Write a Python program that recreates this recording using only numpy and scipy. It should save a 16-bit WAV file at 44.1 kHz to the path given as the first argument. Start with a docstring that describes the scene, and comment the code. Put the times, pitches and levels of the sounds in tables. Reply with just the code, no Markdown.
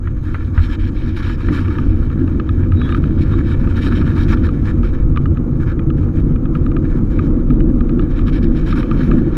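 """Inside a glider's cockpit, on the ground run of a tow. The wheel rumbles and the shell booms, louder
with speed and on rough patches. Runway seams thump the hull, the tail wheel throbs as it spins up
and a loose fitting ticks. Plastic rubs and snags in strokes as the stick is worked; a dry joint
squeaks. Air hisses over the canopy above a low drone, and a camera's electronics whine faintly."""
import sys
import numpy as np
from scipy import signal
from scipy.fft import rfft, irfft, next_fast_len
from scipy.io import wavfile
from scipy.ndimage import uniform_filter1d, minimum_filter1d, map_coordinates

SR = 44100
rng = np.random.default_rng(int(sys.argv[2]) if len(sys.argv) > 2 else 0)


def log_audio(samples):
    """Write samples as a 16-bit WAV file to the path given in sys.argv[1]."""
    # one column per channel
    frames = np.atleast_2d(samples).T
    # limit to full scale, then quantise
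    limited = np.clip(frames, -1, 1)
    pcm = np.round(limited * 32767).astype(np.int16)
    wavfile.write(sys.argv[1], SR, pcm)


N = 413216
CONTACT_RISE_S = .001


def amp(db):
    """Decibels to gain."""
    return 10 ** (np.asarray(db) / 20)


def unit(x):
    """Scale to rms 1."""
    return x / np.sqrt(np.mean(x ** 2) + 1e-20)


def curve(rows):
    """(t/s, value) rows interpolated per sample."""
    return np.interp(np.arange(N) / SR, *np.transpose(rows))


def wobble(rate_hz):
    """Smooth random curve, rms near 1, through rate_hz knots a second."""
    knots = rng.standard_normal(int(N * rate_hz / SR) + 4)
    return map_coordinates(knots, [np.arange(N) * rate_hz / SR])


def sine(hz):
    """Sine of peak 1 following a per-sample frequency."""
    return np.sin(2 * np.pi * np.cumsum(hz) / SR)


def filtered(x, response):
    """Apply response(f/Hz) to the spectrum of x."""
    size = next_fast_len(N + SR // 2)
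    return irfft(rfft(x, size) * response(np.fft.rfftfreq(size, 1 / SR)), size)[:N]


def coloured(x, spectrum):
    """Shape x by (f/Hz, level/dB) rows; rms 1."""
    f, db = np.transpose(spectrum)
    response = lambda hz: amp(np.interp(np.log(hz + 1), np.log(f), db, left=-120, right=-120))
    return unit(filtered(x, response))


def noise(spectrum):
    """Shaped Gaussian noise, rms 1."""
    return coloured(rng.standard_normal(N), spectrum)


def grains(rate_hz, spread_db):
    """Random impulses of uneven size, rms 1."""
    impulses = (rng.random(N) < rate_hz / SR) * rng.choice([-1, 1], N)
    return unit(impulses * amp(spread_db * rng.standard_normal(N)))


def patchy(x, depth_db):
    """Bands swell and fade separately, as when a rubbing contact shifts; rms 1."""
    bands = signal.stft(x, nperseg=512)[2]
    swell = uniform_filter1d(rng.standard_normal(bands.shape), size=7, axis=0)
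    swell = unit(uniform_filter1d(swell, size=9, axis=1))
    return unit(signal.istft(bands * amp(depth_db * swell), nperseg=512)[1][:N])


def ring(modes, attack_s, vary_db, length_s):
    """One blow: damped modes of alternating sign, scattered in level and phase."""
    t = np.arange(int(length_s * SR)) / SR
    tones = np.zeros(len(t))
    for k, (hz, db, t60_s) in enumerate(modes):
        decay = amp(db + vary_db * rng.standard_normal() - 60 * t / t60_s)
        phase_rad = k * np.pi - np.pi / 8 + .7 * rng.uniform(-1, 1)
        tones += decay * np.sin(2 * np.pi * hz * t + phase_rad)
    return tones * (1 - np.exp(-t / attack_s))


def burst(t60_s, length_s):
    """Envelope of a hard contact: fast rise, exponential decay."""
    t = np.arange(int(length_s * SR)) / SR
    return amp(-60 * t / t60_s) * (1 - np.exp(-t / CONTACT_RISE_S))


def add(track, start_s, sound):
    """Mix sound into track in place."""
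    part = track[int(start_s * SR):][:len(sound)]
    part += sound[:len(part)]


def speed_db(full_db, db_per_doubling):
    """Level that follows ground speed, which levels off towards full speed."""
    start_share, time_constant_s = .29, 4.4
    speed = 1 - (1 - start_share) * np.exp(-np.arange(N) / SR / time_constant_s)
    return full_db + db_per_doubling * np.log2(speed)


def rumble():
    """Runway grain hammers the wheel; the hull shudders, the floor drums, the shell booms."""
    # spectra: f/Hz, level/dB
    shudder_spectrum = [(10, 2), (32, -3), (43, 5.5), (60, -6.5), (90, -31.5)]
    drum_spectrum = [(48, -16), (66, -1), (91, 2.5), (120, -11), (138, -3), (175, -35.5)]
    shell_spectrum = [(105, -16.5), (138, 2), (195, -4.5), (243, 2.5), (275, -2), (325, -0.5), (350, -4.5),
                      (385, -16.5), (590, -29), (1100, -49.5)]
    # floor drumming, strongest at middling speed: t/s, level/dB
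    drum_level = [(0, -20.5), (1.3, -22.5), (2.3, -16.5), (5.7, -17), (6.8, -22.5)]
    # shell's low band against the rest: t/s, gain/dB
    low_gain = [(0, -6), (4.2, 1.5), (6.3, 3), (6.9, 1), (9.37, -2)]
    # rough runway patches: t/s, length/s, shell gain/dB, shudder gain/dB
    patches = [(1.467, 0.18, 8.5, 4), (1.762, 0.64, 4, 9), (2.203, 0.31, 4.5, 1), (2.769, 0.77, 5.5, 2),
               (3.85, 0.79, 4, 1), (4.87, 0.93, -2.5, 4), (7.49, 0.34, 4.5, 7.5), (9.075, 0.24, 6, 9.5)]
    t = np.arange(N) / SR
    rise_s = .021
    shell_db, shudder_db = sum(np.outer(gains_db, np.interp(t - s, [0, rise_s, length_s], [0, 1, 0]))
                               for s, length_s, *gains_db in patches)
    shudder_db += speed_db(-18.5, db_per_doubling=1.6)
    shudder = amp(shudder_db) * noise(shudder_spectrum)
    drum = amp(curve(drum_level)) * noise(drum_spectrum)
    boom = coloured(grains(rate_hz=900, spread_db=3), shell_spectrum)
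    low = filtered(boom, lambda hz: hz < 167)
    shell_db += speed_db(-16, db_per_doubling=7.4)
    shell_db += .98 * wobble(14)  # smaller changes in the surface
    shell = amp(shell_db) * (boom - low + amp(curve(low_gain)) * low)
    return shudder + drum + shell


def cabin():
    """Tyre roar excites a hollow cabin resonance, louder with speed."""
    centre_hz, half_width_hz = 491, 49.3
    resonance = lambda hz: 1 / (1 + ((hz - centre_hz) / half_width_hz) ** 4)
    roar = unit(filtered(rng.standard_normal(N), resonance))
    return amp(speed_db(-37, db_per_doubling=8.1)) * roar


def tail_wheel():
    """The unbalanced tail wheel throbs once a turn as it spins up."""
    # throb: t/s, level/dB
    throb_level = [(0, -39), (6.5, -24.5), (7.3, -16), (8.4, -17), (9.37, -22.5)]
    start_hz, rise_hz_per_s = 23.5, 1
    spin_hz = start_hz + rise_hz_per_s * np.arange(N) / SR + .36 * wobble(1.8)
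    rms_db = curve(throb_level) + .92 * wobble(2.2)
    return amp(rms_db) * np.sqrt(2) * sine(spin_hz)


def drone():
    """A low wavering tone through the hull, probably the tow plane's propeller."""
    # drone: t/s, level/dB
    drone_level = [(0, -27), (3.3, -20.5), (4.8, -25), (7, -29.5)]
    pitch_hz = 92.75 + 1.504 * wobble(6)
    rms_db = curve(drone_level) + 2.4 * wobble(5.6)
    return amp(rms_db) * np.sqrt(2) * sine(pitch_hz)


def airflow():
    """Air over the canopy hisses, louder with speed."""
    # air noise: f/Hz, level/dB
    air_spectrum = [(300, 0.5), (1050, 2.5), (1280, 7.5), (1700, -13), (2100, -11.5), (4200, -33),
                    (14000, -50.5)]
    gusts_db = 1.2 * wobble(12)
    return amp(speed_db(-43.5, db_per_doubling=4.7) + gusts_db) * noise(air_spectrum)


def whine():
    """Camera electronics sing faintly, pulsing on and off."""
    # whine partials: f/Hz, level/dB
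    partials = [(6450, -66.5), (12890, -70.5)]
    pulse_hz = 47.95
    gate = (1 + np.sin(2 * np.pi * pulse_hz * np.arange(N) / SR)) / 2
    drift = 1 + .003 * wobble(150)
    return gate * sum(amp(db) * sine(hz * drift) for hz, db in partials)


def seams():
    """Each runway seam thumps the hull and makes the cockpit clatter."""
    # seams: t/s, thump/dB, clatter/dB
    hits = [(.071, -18, -28), (.3435, -22, -20), (.577, -1.5, -18), (1.484, -16, -21), (1.585, -21, -24)]
    # hull modes: f/Hz, level/dB, t60/s
    hull_modes = [(43, -3.5, 0.34), (81.4, 0.5, 0.29), (202, -11, 0.029)]
    # cockpit clatter: f/Hz, level/dB
    clatter_spectrum = [(300, -3), (850, -15), (1300, -2), (1750, -5), (4500, -36)]
    thumps, jolts = np.zeros(N), np.zeros(N)
    for s, thump_db, clatter_db in hits:
        add(thumps, s, amp(thump_db) * ring(hull_modes, attack_s=.001, vary_db=.5, length_s=.5))
        add(jolts, s, amp(clatter_db) * burst(t60_s=.06, length_s=.5))
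    return thumps + jolts * noise(clatter_spectrum)


def rubbing_force():
    """Strokes over light chafing; returns force (1 = firm stroke) and extra hiss gain."""
    # chafing force: t/s, level/dB
    chafe = [(0, -75), (1.385, -57.5), (1.41, -44), (1.65, -44), (2.1, -56.5), (2.6, -61.5), (3.3, -47),
             (4.1, -43), (5.2, -75), (7.9, -70), (8.85, -47.5), (9.37, -52)]
    # strokes: t/s, length/s, force/dB, extra hiss/dB
    strokes = [(0.228, 0.26, -52, -1.5), (0.536, 0.21, -44.5, 1.5), (0.61, 0.062, -52, 6.5),
               (0.689, 0.078, -43.5, 6), (0.785, 0.12, -56, 12), (0.942, 0.24, -61, 10.5),
               (1.16, 0.06, -40.5, 8), (1.214, 0.15, -41.5, 8.5), (1.504, 0.12, -40, 4.5),
               (2.789, 0.2, -37.5, -6), (3.208, 0.038, -45.5, 9), (3.37, 0.057, -42, -4),
               (3.435, 0.12, -70, 2.5), (3.755, 0.053, -45, 3.5), (3.806, 0.092, -35.5, 7.5),
               (3.948, 0.044, -40, 8.5), (4.043, 0.15, -44, -2), (4.153, 0.1, -39.5, 6.5),
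               (4.276, 0.078, -31, 4.5), (4.43, 0.054, -47, 5.5), (4.644, 0.077, -42, 0),
               (4.829, 0.085, -54, 4), (4.928, 0.068, -48.5, -5), (5.597, 0.048, -44.5, -14),
               (5.66, 0.074, -47.5, -3), (5.97, 0.091, -59, -2), (6.151, 0.069, -52, -1),
               (6.814, 0.19, -55.5, -5), (7.095, 0.19, -58, 2), (8.096, 0.14, -56.5, 7),
               (8.26, 0.049, -45, 8.5), (8.32, 0.076, -50.5, 9.5), (8.418, 0.04, -49, 14.5),
               (8.553, 0.078, -46, 5.5), (8.656, 0.093, -45.5, 9), (8.749, 0.068, -40.5, 7),
               (8.96, 0.091, -39, 3)]
    attack_s, release_s, firm_db = .012, .016, -40
    scuffs_db = 2.5 * wobble(22)
    force, extra_hiss_db = amp(curve(chafe) + scuffs_db), np.zeros(N)
    for s, length_s, force_db, hiss_db in strokes:
        t = np.arange(int(length_s * SR)) / SR
        press = np.clip(np.minimum(t / attack_s, (length_s - t) / release_s), 0, 1)
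        add(force, s, amp(force_db) * press)
        add(extra_hiss_db, s, hiss_db * press)
    return force / amp(firm_db), amp(extra_hiss_db)


def slips(spectrum):
    """Dense tiny slips ring the rubbed plastic; rms 1."""
    # plastic resonances: f/Hz, width/Hz, level/dB
    plastic_modes = [(914, 56, 8), (1161, 81, 7), (1375, 139, 8), (1716, 133, 8), (2300, 120, 2.5),
                     (2590, 210, -5.5), (3104, 210, -6), (3760, 110, -5.5), (4090, 260, -13),
                     (5510, 440, -20.5)]

    def body(f):
        return sum((-1) ** k * amp(db) * 1j * f * width / (hz * hz - f * f + 1j * f * width)
                   for k, (hz, width, db) in enumerate(plastic_modes))

    ringing = filtered(grains(rate_hz=1100, spread_db=1.2), body)
    return patchy(coloured(ringing, spectrum), depth_db=2)


def rubbing():
    """A fluttering force rubs plastic: dull scrape when light, hiss and fine spray when hard."""
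    # coarse slips, fine slips, rustle and spray: f/Hz, level/dB
    grit_spectrum = [(400, -21.5), (1200, -1), (5000, -9), (9000, -20.5)]
    hiss_spectrum = [(1300, -15), (2700, -3), (5600, 0), (7500, -16.5), (11000, -14)]
    sheen_spectrum = [(3000, 7.5), (7000, 6), (8000, 1), (13000, -3), (14500, -11.5)]
    # large snags that break free with a gritty tick: t/s, level/dB
    catches = [(1.17, -33), (1.296, -28), (4.01, -25.5), (4.679, -30), (9.005, -25)]
    snag_rate_hz, snag_decay_s = 60, .007
    force, extra_hiss = rubbing_force()
    rustle = amp(-64 + wobble(7.1)) * force ** .25
    spray = amp(-68.5) * force ** .95 * extra_hiss
    sheen = (rustle + spray) * patchy(noise(sheen_spectrum), depth_db=2.5)
    t = np.arange(SR // 10) / SR
    release = np.exp(-t / snag_decay_s) * (1 - np.exp(-t / CONTACT_RISE_S))
    catch_gain = np.zeros(N)
    for s, db in catches:
        add(catch_gain, s, amp(db) * release)
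    small_snags = signal.fftconvolve(1. * (rng.random(N) < snag_rate_hz / SR), release)[:N]
    flutter = amp(2 * wobble(34))  # uneven pressure
    scrape_gain = amp(-37) * force ** .5 * flutter * unit(1 + .9 * small_snags)
    scrape = (scrape_gain + catch_gain) * slips(grit_spectrum)
    hiss = amp(-46) * force ** .61 * extra_hiss * slips(hiss_spectrum)
    return scrape + flutter * (hiss + sheen)


def rattle():
    """A loose fitting lands with a dry snap and rebounds, seated a little differently each time."""
    # knocks, in runs of about ten a second: t/s, ring peak/dB
    knocks = [(1.682, -24.5), (1.7847, -21), (2.1, -28.5), (2.277, -29), (2.3971, -19.5), (2.491, -20),
              (2.7203, -24.5), (2.815, -19), (2.8906, -19.5), (2.923, -19.5), (2.9469, -16.5), (3.039, -23),
              (3.673, -24), (3.8655, -21.5), (4.372, -25.5), (4.489, -23), (4.831, -25.5), (5.16, -22.5),
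              (5.1727, -14.5), (5.2565, -21.5), (5.371, -26.5), (5.7925, -27.5), (5.902, -25.5),
              (6.359, -30.5), (6.4552, -29.5), (6.552, -21.5), (6.6635, -23.5), (6.716, -29), (6.7655, -23),
              (7.1907, -20.5), (7.5034, -24), (7.6036, -25.5), (7.807, -26), (7.893, -26), (7.9936, -21.5),
              (8.191, -23.5), (8.2812, -24.5), (8.7262, -17), (8.829, -21), (8.9119, -17), (9.1128, -17.5)]
    # fitting modes: f/Hz, level/dB, t60/s
    fitting_modes = [(1214, -3, 0.03), (1320, 3.5, .018), (1650, -2.5, 0.0093), (2463, -6, 0.018),
                     (2950, -18.5, 0.022), (3570, -23, 0.0033), (3800, -25.5, 0.008)]
    # contact noise: f/Hz, level/dB
    snap_spectrum = [(700, -20), (1250, 0), (2700, -4.5), (4100, -12), (4500, -26), (6500, -32)]
    rebound_s, rebound_db, snap_db = .0018, -2, -2
    ticks, snaps = np.zeros(N), np.zeros(N)
    for s, db in knocks:
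        seated = [(hz * (1 + .01 * rng.standard_normal()), mode_db, t60_s)
                  for hz, mode_db, t60_s in fitting_modes]
        tick, rebound = (ring(seated, attack_s=.0017, vary_db=2, length_s=.04) for _ in range(2))
        add(tick, rebound_s, amp(rebound_db) * rebound)
        add(ticks, s, amp(db) * tick / np.abs(tick).max())
        add(snaps, s, amp(db + snap_db) * burst(t60_s=.011, length_s=.04))
    return ticks + snaps * noise(snap_spectrum)


def squeaks():
    """A dry joint sticks and slips in a few wavering chirps."""
    # chirps: t/s, length/s, start f/Hz, end f/Hz, level/dB
    chirps = [(2.75, .135, 3780, 3830, -42), (2.81, .085, 3420, 3385, -41), (2.885, .075, 3640, 3730, -42),
              (3.31, .06, 3720, 3800, -46)]
    out, waver_hz = np.zeros(N), 75 * wobble(600)
    for s, length_s, start_hz, end_hz, db in chirps:
        progress = np.linspace(0, 1, int(length_s * SR))
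        hz = start_hz + (end_hz - start_hz) * progress + waver_hz[int(s * SR):][:len(progress)]
        add(out, s, amp(db) * np.sin(np.pi * progress) * sine(hz))
    return out


def scene():
    """All sources, mono, heard from behind the pilot."""
    rolling = rumble() + cabin() + tail_wheel() + seams()
    return (rolling + drone() + rattle() + rubbing() + squeaks() + airflow() + whine())[None]


def record(dry):
    """Peak limiter, then brick-wall low-pass."""
    ceiling, window_samples, top_hz = .88, 900, 14800
    needed_gain = np.minimum(1, ceiling / (np.abs(dry[0]) + 1e-9))
    gain = uniform_filter1d(minimum_filter1d(needed_gain, window_samples), window_samples)
    return filtered(dry[0] * gain, lambda hz: hz < top_hz)[None]


dry = scene()
out = record(dry)
log_audio(out)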